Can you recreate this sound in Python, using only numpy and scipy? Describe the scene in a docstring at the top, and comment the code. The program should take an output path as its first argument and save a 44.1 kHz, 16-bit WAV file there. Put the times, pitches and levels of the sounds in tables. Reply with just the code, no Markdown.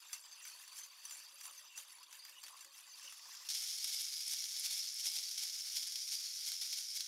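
"""A wire whisk scrapes, ticks and squelches round a glass bowl of thick coffee paste, three turns a second.
Slipping contacts excite the ringing wires, popping air makes the squelch, and bumps knock the bowl softly.
Then an electric whisk takes over at once: dense random hits ring its wires in a pulsing whirr,
spatter the paste and drum the wall of the bowl, with rattles and snaps on top.
The kitchen is small and quiet: a short tail of sparse reflections over a faint hush of noise."""
import sys
import numpy as np
from scipy import signal
from scipy.fft import rfft, irfft, next_fast_len
from scipy.io import wavfile

SR = 44100
rng = np.random.default_rng(int(sys.argv[2]) if len(sys.argv) > 2 else 0)


def bounce(signal):
    """Save signal as a 16-bit WAV file at the path given by the first command-line argument."""
    frames = np.transpose(np.atleast_2d(signal))
    limited = np.clip(frames, -1, 1)
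    pcm = np.round(limited * 32767).astype(np.int16)
    wavfile.write(sys.argv[1], SR, pcm)


N = 311787
TIME = np.arange(N) / SR
SWITCH_S = 3.487  # the electric whisk takes over

# turns of the hand whisk, a push along the glass and a sweep back:
# (time [s], force of push [dB], length of push [s], force of sweep back [dB])
TURNS = [(0.145, -52, 0.027, -95), (0.476, -54, 0.05, -60), (.795, -52.5, 0.053, -73),
         (1.138, -54, 0.11, -75), (1.446, -54, 0.065, -58.5), (1.795, -51, 0.031, -60.5),
         (2.15, -57.5, 0.044, -59), (2.46, -57.5, 0.053, -60), (2.781, -58.5, 0.047, -79),
         (3.06, -57.5, 0.24, -68), (3.336, -58, 0.11, -58)]
# modes of the hand whisk's wires against the glass: (frequency [Hz], width [Hz], height [dB])
HAND_WIRES = [(1150, 130, -3), (2710, 90, 3), (4630, 110, 8.5), (6017, 47, 13), (6300, 31, 2),
              (7380, 80, 9), (9614, 110, 10.5), (11000, 160, 3), (12200, 110, 3)]
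# ringing hiss of wires that builds up in the last turns by hand: (time [s], level [dB])
HISS = [(2.85, -87), (2.99, -58.5), (3.2, -60.5), (3.35, -57.5)]
# groups of fainter short rings: (frequency [Hz], scatter of pitch [share], level [dB])
GLINTS = [(1098, 0.085, -75.5), (2636, 0.055, -76), (4690, 0.04, -67.5)]
# a wire rubs along the wet glass in a short rough squeak: (time [s], frequency [Hz], level [dB])
SQUEAKS = [(0.331, 6200, -62.5), (0.344, 4630, -59.5), (0.408, 2750, -64), (0.466, 6010, -58),
           (0.709, 4580, -61), (0.784, 5920, -62), (1.135, 7340, -54.5), (1.163, 9260, -60),
           (1.26, 4660, -60.5), (1.48, 1160, -65.5), (1.733, 2780, -60), (2.261, 4770, -58),
           (2.373, 2910, -61), (2.45, 4530, -58), (2.517, 1082, -62.5), (3.081, 2850, -57.5),
           (3.265, 1009, -67.5)]
# a wire flicks against the glass: (time [s], level [dB], prominence of the wire's ring [dB])
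TICKS = [(0.1304, -35, 4.5), (0.452, -46, -19), (.6786, -50, -5), (1.052, -40.5, 17), (1.109, -41, 9),
         (1.411, -46.5, -2), (1.4537, -43.5, 3), (1.7752, -41.5, 1), (2.030, -49.5, 13),
         (2.1271, -46.5, -1), (2.251, -47.5, -7), (2.295, -49.5, -29), (2.4315, -52, -17),
         (2.437, -44.5, -5), (2.482, -47.5, -21), (2.5926, -60, 4), (2.608, -45.5, 16),
         (2.6463, -47.5, -21), (3.124, -47, -24)]
# the whisk bumps the bowl through the paste: (time [s], relative strength [dB])
KNOCKS = [(0.53, -72), (1.117, -71), (1.183, -73), (1.327, -71), (1.494, -69), (1.778, -74.5),
          (2.294, -69.5), (2.444, -70), (2.653, -68), (3.042, -65.5), (3.253, -71)]
# low modes of the bowl on the table: (frequency [Hz], relative level [dB], t60 [s])
BOWL = [(198, -13.5, 0.26), (317, -1.5, 0.13), (351.6, -0.5, 0.16), (549.3, 2, 0.19), (601, 1.5, 0.13)]
# the circling electric whisk leans on the wall of the bowl: (time [s], force [dB], length [s])
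LEANS = [(3.565, -55.5, 0.28), (3.944, -50.5, 0.15), (4.327, -50, 0.077), (4.717, -49.5, 0.2),
         (5.067, -48.5, 0.093), (5.165, -51, 0.11), (5.438, -51, 0.052), (5.772, -50.5, 0.1),
         (6.14, -51.5, 0.093), (6.478, -53, 0.087), (6.785, -52.5, 0.054), (6.962, -52.5, 0.038)]
# force of the electric whisk between leans, lighter where it rides up in the paste: (time [s], force [dB])
FREE_FORCE = [(3.7, -52), (4.55, -52.5), (4.88, -55), (5.55, -54), (6.35, -54.5), (6.87, -55.5)]
# rings of the electric whisk's single wires: (frequency [Hz], width [Hz], height [dB])
SPINNING_WIRES = [(4700, 130, 2.5), (5480, 350, -0.5), (9280, 120, 14)]
# rings of the spattering paste and wires: (frequency [Hz], width [Hz], height [dB])
BEATER = [(2193, 170, 13), (6950, 1200, 2.5), (9440, 700, -2)]
# modes of the bowl's wall, drummed while the whisk leans on it: (frequency [Hz], width [Hz], height [dB])
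WALL = [(599, 17, 17.5), (870, 130, 14.5)]
# the spinning wires catch the glass and rattle on it: (time [s], level [dB], decay [s])
CLACKS = [(3.487, -44, 0.0053), (3.501, -42, 0.022), (3.548, -44, 0.049), (3.8434, -37.5, 0.005),
          (4.6561, -38, 0.011), (5.068, -43, 0.0039), (5.3124, -39.5, 0.0029), (5.3773, -43, 0.031),
          (5.435, -43, 0.0048), (5.9222, -45, 0.0027), (5.9565, -39, 0.0065), (6.4632, -42, 0.013),
          (6.518, -38, 0.0043), (6.613, -43, 0.05), (6.726, -42.5, 0.022), (7.006, -36.5, 0.0052)]
# a fleck of paste is flung against the wall with a bright snap: (time [s], level [dB])
SPITS = [(3.843, -35.5), (4.016, -38.5), (4.28, -37), (4.596, -35), (4.942, -42), (5.29, -44),
         (5.872, -41.5)]
# broad colour of the scraping wires: (frequency [Hz], relative density [dB per Hz])
SCRAPE = [(300, -63.5), (900, -6), (1800, 1), (3400, -2), (4100, -6), (5200, 3), (6900, 1), (8600, -2),
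          (12000, -2.5), (14000, -5), (16000, -10)]
# broad colour of the squelching paste: (frequency [Hz], relative density [dB per Hz])
SQUELCH = [(240, -37), (450, -34.5), (700, -10.5), (950, 0.5), (2000, -9), (3500, 6), (6000, -11),
           (16000, -55)]
# broad colour of the whirring wires, and of the hiss by hand: (frequency [Hz], relative density [dB per Hz])
WHIRR = [(200, -77), (1500, -25.5), (3000, -20), (4150, -11), (4650, -7), (5330, -1), (5800, -4),
         (6300, -8), (6800, -8.5), (7700, -24.5), (16000, -32.5)]
# broad colour of the spatter: (frequency [Hz], relative density [dB per Hz])
SPATTER = [(340, -43), (510, -45.5), (750, -29), (1200, -19.5), (1900, -18), (2750, -6), (3350, 3.5),
           (5300, 0), (7800, -2.5), (9800, 1.5), (13000, -2), (14000, -8), (16000, -19.5)]
# broad colour of the drummed wall: (frequency [Hz], relative density [dB per Hz])
DRUMMING = [(400, -36), (800, -0.5), (2500, -20)]
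# broad colour of a flung fleck's snap: (frequency [Hz], relative density [dB per Hz])
SPIT = [(200, -69), (1500, -35), (6500, -11.5), (10500, 10), (16000, -19.5)]
# how long the kitchen's reflections last: (frequency [Hz], t60 [s])
ROOM = [(200, 0.14), (2000, 0.085), (8000, 0.17), (16000, 0.012)]
# broad colour of the room's hush: (frequency [Hz], relative density [dB per Hz])
HUSH = [(20, -9), (90, -4.5), (16000, -7)]

RISE_SHARE = 0.49  # part of a stroke spent pressing in; the rest is the release
BACK_AFTER_S, BACK_LENGTH_S = 0.13, 0.089  # the sweep back follows about half a turn after the push
DRAG_DB, DRAG_DB_PER_S = -61, -3.5  # the steady drag between strokes eases as the paste loosens
GLINT_FOLLOW, CLUSTER_DB = 0.14, 2.8  # dB of ring for each dB of force; unevenness of the clusters
BUMP_DB_PER_OCTAVE = 4  # a short bump favours the higher modes of the bowl
WOBBLE_HZ, WOBBLE_DB = 15.9, 4.5  # while it leans, the whisk bounces off the wall at this rate and depth
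# wires sweep past the wall at this rate, faster as the paste thins, and pulse the sound this deeply
PASS_HZ, PASS_HZ_PER_S, PASS_DB = 177, 11, 0.5
THUMP_S, THUMP_DB, THUMP_HZ = 6.487, -66, 483  # one thump: time, relative strength, upper edge
EDGE_HZ = 15800  # upper edge of the whole sound


def hand_whisk():
    """Wires scrape over the glass in short slips, jingle against each other and drag through the paste."""
    force_db = stirring_db()
    hiss_db, = follow(HISS)
    slips_db = 1.3 * wander(64)
    scrape = contacts(700, 2.4, 0.5) * amp(-2.5)
    rings = jingle(rng.uniform(1482, 15000, size=5000), 0.04, 17)
    rubbing = (scrape + amp(-3.0) * rings) * amp(force_db + slips_db)
    metal = wires(rubbing, SCRAPE, HAND_WIRES, hops_per_s=70, scatter=0.029, uneven_db=7)
    # small pockets of air pop in the paste, each at its own pitch
    pops = jingle(rng.uniform(476, 4472, size=6000), 0.033, 12)
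    squelch = body(pops * amp(0.43 * force_db + 2 * wander(25) - 48.5), SQUELCH)
    hiss = body(contacts(940, 1.0, 0.54) * amp(hiss_db + slips_db), WHIRR)
    return muffled(metal, 0.2 * (force_db + 59)) + squelch + hiss


def stirring_db():
    """Force of the hand whisk on the glass: a push and a sweep back in each turn, over a steady drag."""
    power = amp(DRAG_DB + DRAG_DB_PER_S * TIME) ** 2
    for s, push_db, length_s, back_db in TURNS:
        push = amp(push_db) * stroke(s, length_s)
        back = amp(back_db) * stroke(s + BACK_AFTER_S, BACK_LENGTH_S)
        power += push ** 2 + back ** 2
    return 10 * np.log10(power)


def stroke(s, length_s):
    """The whisk presses in and lets go, a touch more slowly: a gain that peaks at one at time s."""
    t = (TIME - s) / length_s
    return np.exp(-abs(t) / np.where(t < 0, RISE_SHARE, 1 - RISE_SHARE) / 2)


def muffled(x, open_db, edge_hz=5800):
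    """Paste round the wires damps the treble; pressing through to the glass opens it."""
    dull = signal.sosfiltfilt(signal.butter(2, edge_hz, fs=SR, output="sos"), x)
    return dull + (x - dull) * amp(open_db)


def glints():
    """Wires slip on the wet glass and ring for an instant, in uneven clusters that swell with the strokes."""
    press = unit(amp(GLINT_FOLLOW * stirring_db()) * (TIME < SWITCH_S))
    press = press * np.sqrt(SWITCH_S * SR / N)
    out = np.zeros(N)
    for hz, scatter, db in GLINTS:
        pitches_hz = hz * (1 + scatter * rng.standard_normal(size=400))
        out += jingle(pitches_hz, 0.07, 9.5) * amp(db + CLUSTER_DB * wander(15))
    return press * out


def squeaks(length_s=0.096, width_hz=230, drift=0.01533, stutter_db=5):
    """Stick and slip drive one resonance, which drifts in pitch, stutters, and dies as the wire passes."""
    out, t = np.zeros(N), np.arange(round(length_s * SR)) / SR
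    swell = np.sin(np.pi * t / length_s)
    bend, grip = 1 + drift * wander(11), amp(stutter_db * wander(56))
    slips = wander(width_hz / 2) + 1j * wander(width_hz / 2)
    for s, hz, db in SQUEAKS:
        now = round(s * SR) + np.arange(len(t))
        phase = 2 * np.pi * np.cumsum(hz * bend[now]) / SR
        ring = (slips[now] * np.exp(1j * phase)).real
        add(out, s - length_s / 2, amp(db) * unit(swell * grip[now] * ring) / np.sqrt(2))
    return out


def ticks():
    """Single wires flick against the bowl: a burst of tiny bounces makes them ring briefly."""
    out = np.zeros(N)
    for s, db, ring_db in TICKS:
        add(out, s, amp(db) * body(chatter(0.0041), SCRAPE, HAND_WIRES, ring_db))
    return out


def knocks():
    """Bumps, and the small shoves of stirring between them, ring the bowl's low modes."""
    t = np.arange(SR // 2) / SR
    out = np.zeros(N)
    for hz, level_db, t60 in BOWL:
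        push = amp(-88.0) * rng.standard_normal(N) * (rng.random(N) < 30 / SR)
        tilt_db = BUMP_DB_PER_OCTAVE * np.log2(hz / 400)
        for s, db in KNOCKS:
            favour_db = 2 * rng.standard_normal(1)  # each bump favours other modes
            add(push, s, amp(db - 9.5 + tilt_db + favour_db))
        soft_start = 1 - np.exp(-t / 0.0045)
        ring = amp(level_db - 60 * t / t60) * np.sin(2 * np.pi * hz * t) * soft_start
        out += signal.oaconvolve(push, ring)[:N]
    return out


def electric_whisk():
    """Dense wire hits whirr and ring; spatter and drumming of the wall swell as the whisk bears down."""
    force_db = leaning_db()
    pass_hz = PASS_HZ + PASS_HZ_PER_S * (TIME - SWITCH_S) + 9 * wander(8.9)
    passes = np.cumsum(pass_hz) / SR
    pulse_db = PASS_DB * np.cos(2 * np.pi * passes) + 1.0 * wander(210)  # no two wires strike alike
    judder_db = 1.2 * wander(39)  # the whisk bounces in the hand
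    whirr = contacts(1800, 2.7, 0.9) * amp(0.5 * force_db - 19.0 + judder_db + pulse_db)
    hits = contacts(1800, 1.3, 0.73) * amp(judder_db + pulse_db)
    spatter = hits * amp(1.073 * force_db + 6.2)
    drumming = hits * amp(1.388 * force_db - 10.5)
    rattle = clacks() * amp(pulse_db)
    ringing = wires(whirr, WHIRR, SPINNING_WIRES, hops_per_s=55, scatter=.07, uneven_db=9)
    out = ringing + body(rattle, WHIRR)
    out += body(spatter + amp(-3.5) * rattle, SPATTER, BEATER)
    out += body(drumming + amp(-33.5) * rattle, DRUMMING, WALL)
    return out + spits()


def leaning_db():
    """Force of the electric whisk on the glass: each lean swells and fades, and sets the whisk bouncing."""
    free_db, = follow(FREE_FORCE)
    power = amp(free_db) ** 2
    for s, db, length_s in LEANS:
        t = TIME - s
        bounce_db = WOBBLE_DB * np.cos(2 * np.pi * WOBBLE_HZ * t)
        power += amp(db + bounce_db) ** 2 * np.exp(-(2 * t / length_s) ** 2)
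    return 10 * np.log10(power)


def clacks():
    """Spinning wires catch the glass: dying bursts of bounces, before the glass and wires colour them."""
    out = np.zeros(N)
    for s, db, decay_s in CLACKS:
        add(out, s, amp(db) * chatter(decay_s))
    return out


def spits():
    """Flecks of paste snap against the wall: short bursts with a bright colour."""
    out = np.zeros(N)
    for s, db in SPITS:
        add(out, s, amp(db) * chatter(0.0037))
    return body(out, SPIT)


def thump():
    """A dull, short, faint thump: one impulse through a low-pass."""
    push = amp(THUMP_DB) * np.sqrt(SR / 100) * (np.arange(N) == round(THUMP_S * SR))
    return signal.sosfilt(signal.butter(4, THUMP_HZ, fs=SR, output="sos"), push)


def kitchen(x):
    """A short tail of sparse reflections, each band dying at its own pace, the extreme treble first."""
    taps = rng.choice([-1., 1.], SR // 2) * (rng.random(SR // 2) < 3000 / SR)
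    taps[:round(.004 * SR)] = 0  # no reflection arrives sooner
    hz, t, z = signal.stft(taps, SR, nperseg=256)
    fade = amp(-60 * t / read(ROOM, hz)[:, None])
    tail = signal.istft(z * fade, SR, nperseg=256)[1]
    return signal.oaconvolve(x, tail / np.linalg.norm(tail))[:N]


def room_hush():
    """The quiet room's steady hush: faint coloured noise."""
    return amp(-99) * body(rng.standard_normal(N), HUSH)


def wires(x, spectrum, modes, hops_per_s, scatter, uneven_db, count=12):
    """The contact hops from wire to wire; each is tuned a little differently and favours other modes."""
    touching = rng.integers(0, count, N)[np.cumsum(rng.random(N) < hops_per_s / SR)]
    spread = np.tile(np.linspace(-1, 1, count), (2, len(modes), 1))
    detune, favour = rng.permuted(spread, axis=2)
    hz, width, db = np.transpose(modes)
    out = np.zeros(N)
    for k in range(count):
        own_hz = hz * (1 + scatter * detune[:, k])
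        own_modes = np.transpose([own_hz, width, db + uneven_db * favour[:, k]])
        out += body(x * (touching == k), spectrum, own_modes, size=4096)
    return out


def contacts(per_s, spread_db, smooth):
    """Tiny impacts of uneven size over a share of smooth friction, rms one."""
    size = amp(spread_db * np.minimum(rng.exponential(1, N), 4))
    clicks = size * rng.choice([-1, 1], N) * (rng.random(N) < per_s / SR)
    return unit(unit(clicks) + smooth * rng.standard_normal(N))


def chatter(decay_s, size=8192):
    """A wire bouncing on glass: a burst of random signs that starts at one and dies away."""
    return rng.choice([-1, 1], size) * np.exp(-np.arange(size) / SR / decay_s)


def jingle(pitches_hz, t60, spread_db):
    """One short ring for each pitch, at a random moment of the hand whisking, rms one while it lasts."""
    t, out = np.arange(2500) / SR, np.zeros(N)
    fade = amp(-60 * t / t60)
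    for hz, (when, strength) in zip(pitches_hz, rng.random((len(pitches_hz), 2))):
        add(out, when * SWITCH_S, amp(spread_db * strength) * fade * np.sin(2 * np.pi * hz * t))
    return unit(out) * np.sqrt(SWITCH_S * SR / N)


def body(x, spectrum, modes=(), ring_db=0, size=8192):
    """Passes x through a causal filter of unit energy: a broad colour with ringing modes on top."""
    hz = np.fft.rfftfreq(size, 1 / SR)
    peaks = sum(amp(db + ring_db) ** 2 / (1 + (2 * (hz - f) / width) ** 2) for f, width, db in modes)
    log_gain = np.log(amp(read(spectrum, hz)) * np.sqrt(1 + peaks))
    # minimum phase: the Hilbert transform of the log gain gives the phase
    circle = np.concatenate([log_gain, log_gain[-2:0:-1]])
    taps = np.fft.ifft(np.exp(np.conj(signal.hilbert(circle)))).real[:size // 2]
    return signal.oaconvolve(x, taps / np.linalg.norm(taps))[:len(x)]


def low_cut(x, hz):
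    """A steep high-pass: small parts radiate no deep bass."""
    return signal.sosfilt(signal.butter(4, hz, "highpass", fs=SR, output="sos"), x)


def wander(rate_hz):
    """Smooth chance, fading out above the given rate, rms one."""
    size = next_fast_len(N, True)
    hz = np.fft.rfftfreq(size, 1 / SR)
    shape = (hz > rate_hz / 10) / (1 + (hz / rate_hz) ** 2)
    return unit(irfft(rfft(rng.standard_normal(size)) * shape, size)[:N])


def amp(db):
    """Decibels to gain."""
    return 10 ** (np.asarray(db) / 20)


def unit(x):
    """Scales to an rms of one."""
    return x / np.sqrt(np.mean(x ** 2) + 1e-30)


def read(points, hz):
    """Reads a table on a log-frequency axis."""
    f, value = np.transpose(points)
    return np.interp(np.log(hz + 1), np.log(f + 1), value)


def follow(rows):
    """One curve for each column after the time, at every sample."""
    s, *columns = np.transpose(rows)
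    return [np.interp(TIME, s, c) for c in columns]


def add(mix, s, sound):
    """Lays a sound into the mix at time s."""
    part = mix[max(round(s * SR), 0):][:len(sound)]
    part += sound[:len(part)]


def scene():
    """Hand whisking, then the electric whisk, in the quiet room."""
    electric = np.clip((TIME - SWITCH_S) / 0.0016, 0, 1)
    by_hand = low_cut(hand_whisk() + glints() + squeaks() + ticks(), 330) + knocks()
    by_motor = low_cut(electric_whisk(), 310)
    direct = (1 - electric) * by_hand + electric * by_motor
    return (direct + amp(-14.0) * kitchen(direct) + thump() + room_hush())[None]


def record(dry):
    """Limits the band with a steep, linear-phase low-pass."""
    taps = signal.firwin(801, EDGE_HZ, window=("kaiser", 9), fs=SR)
    return signal.oaconvolve(dry, taps[None], "same")


dry = scene()
out = record(dry)
bounce(out)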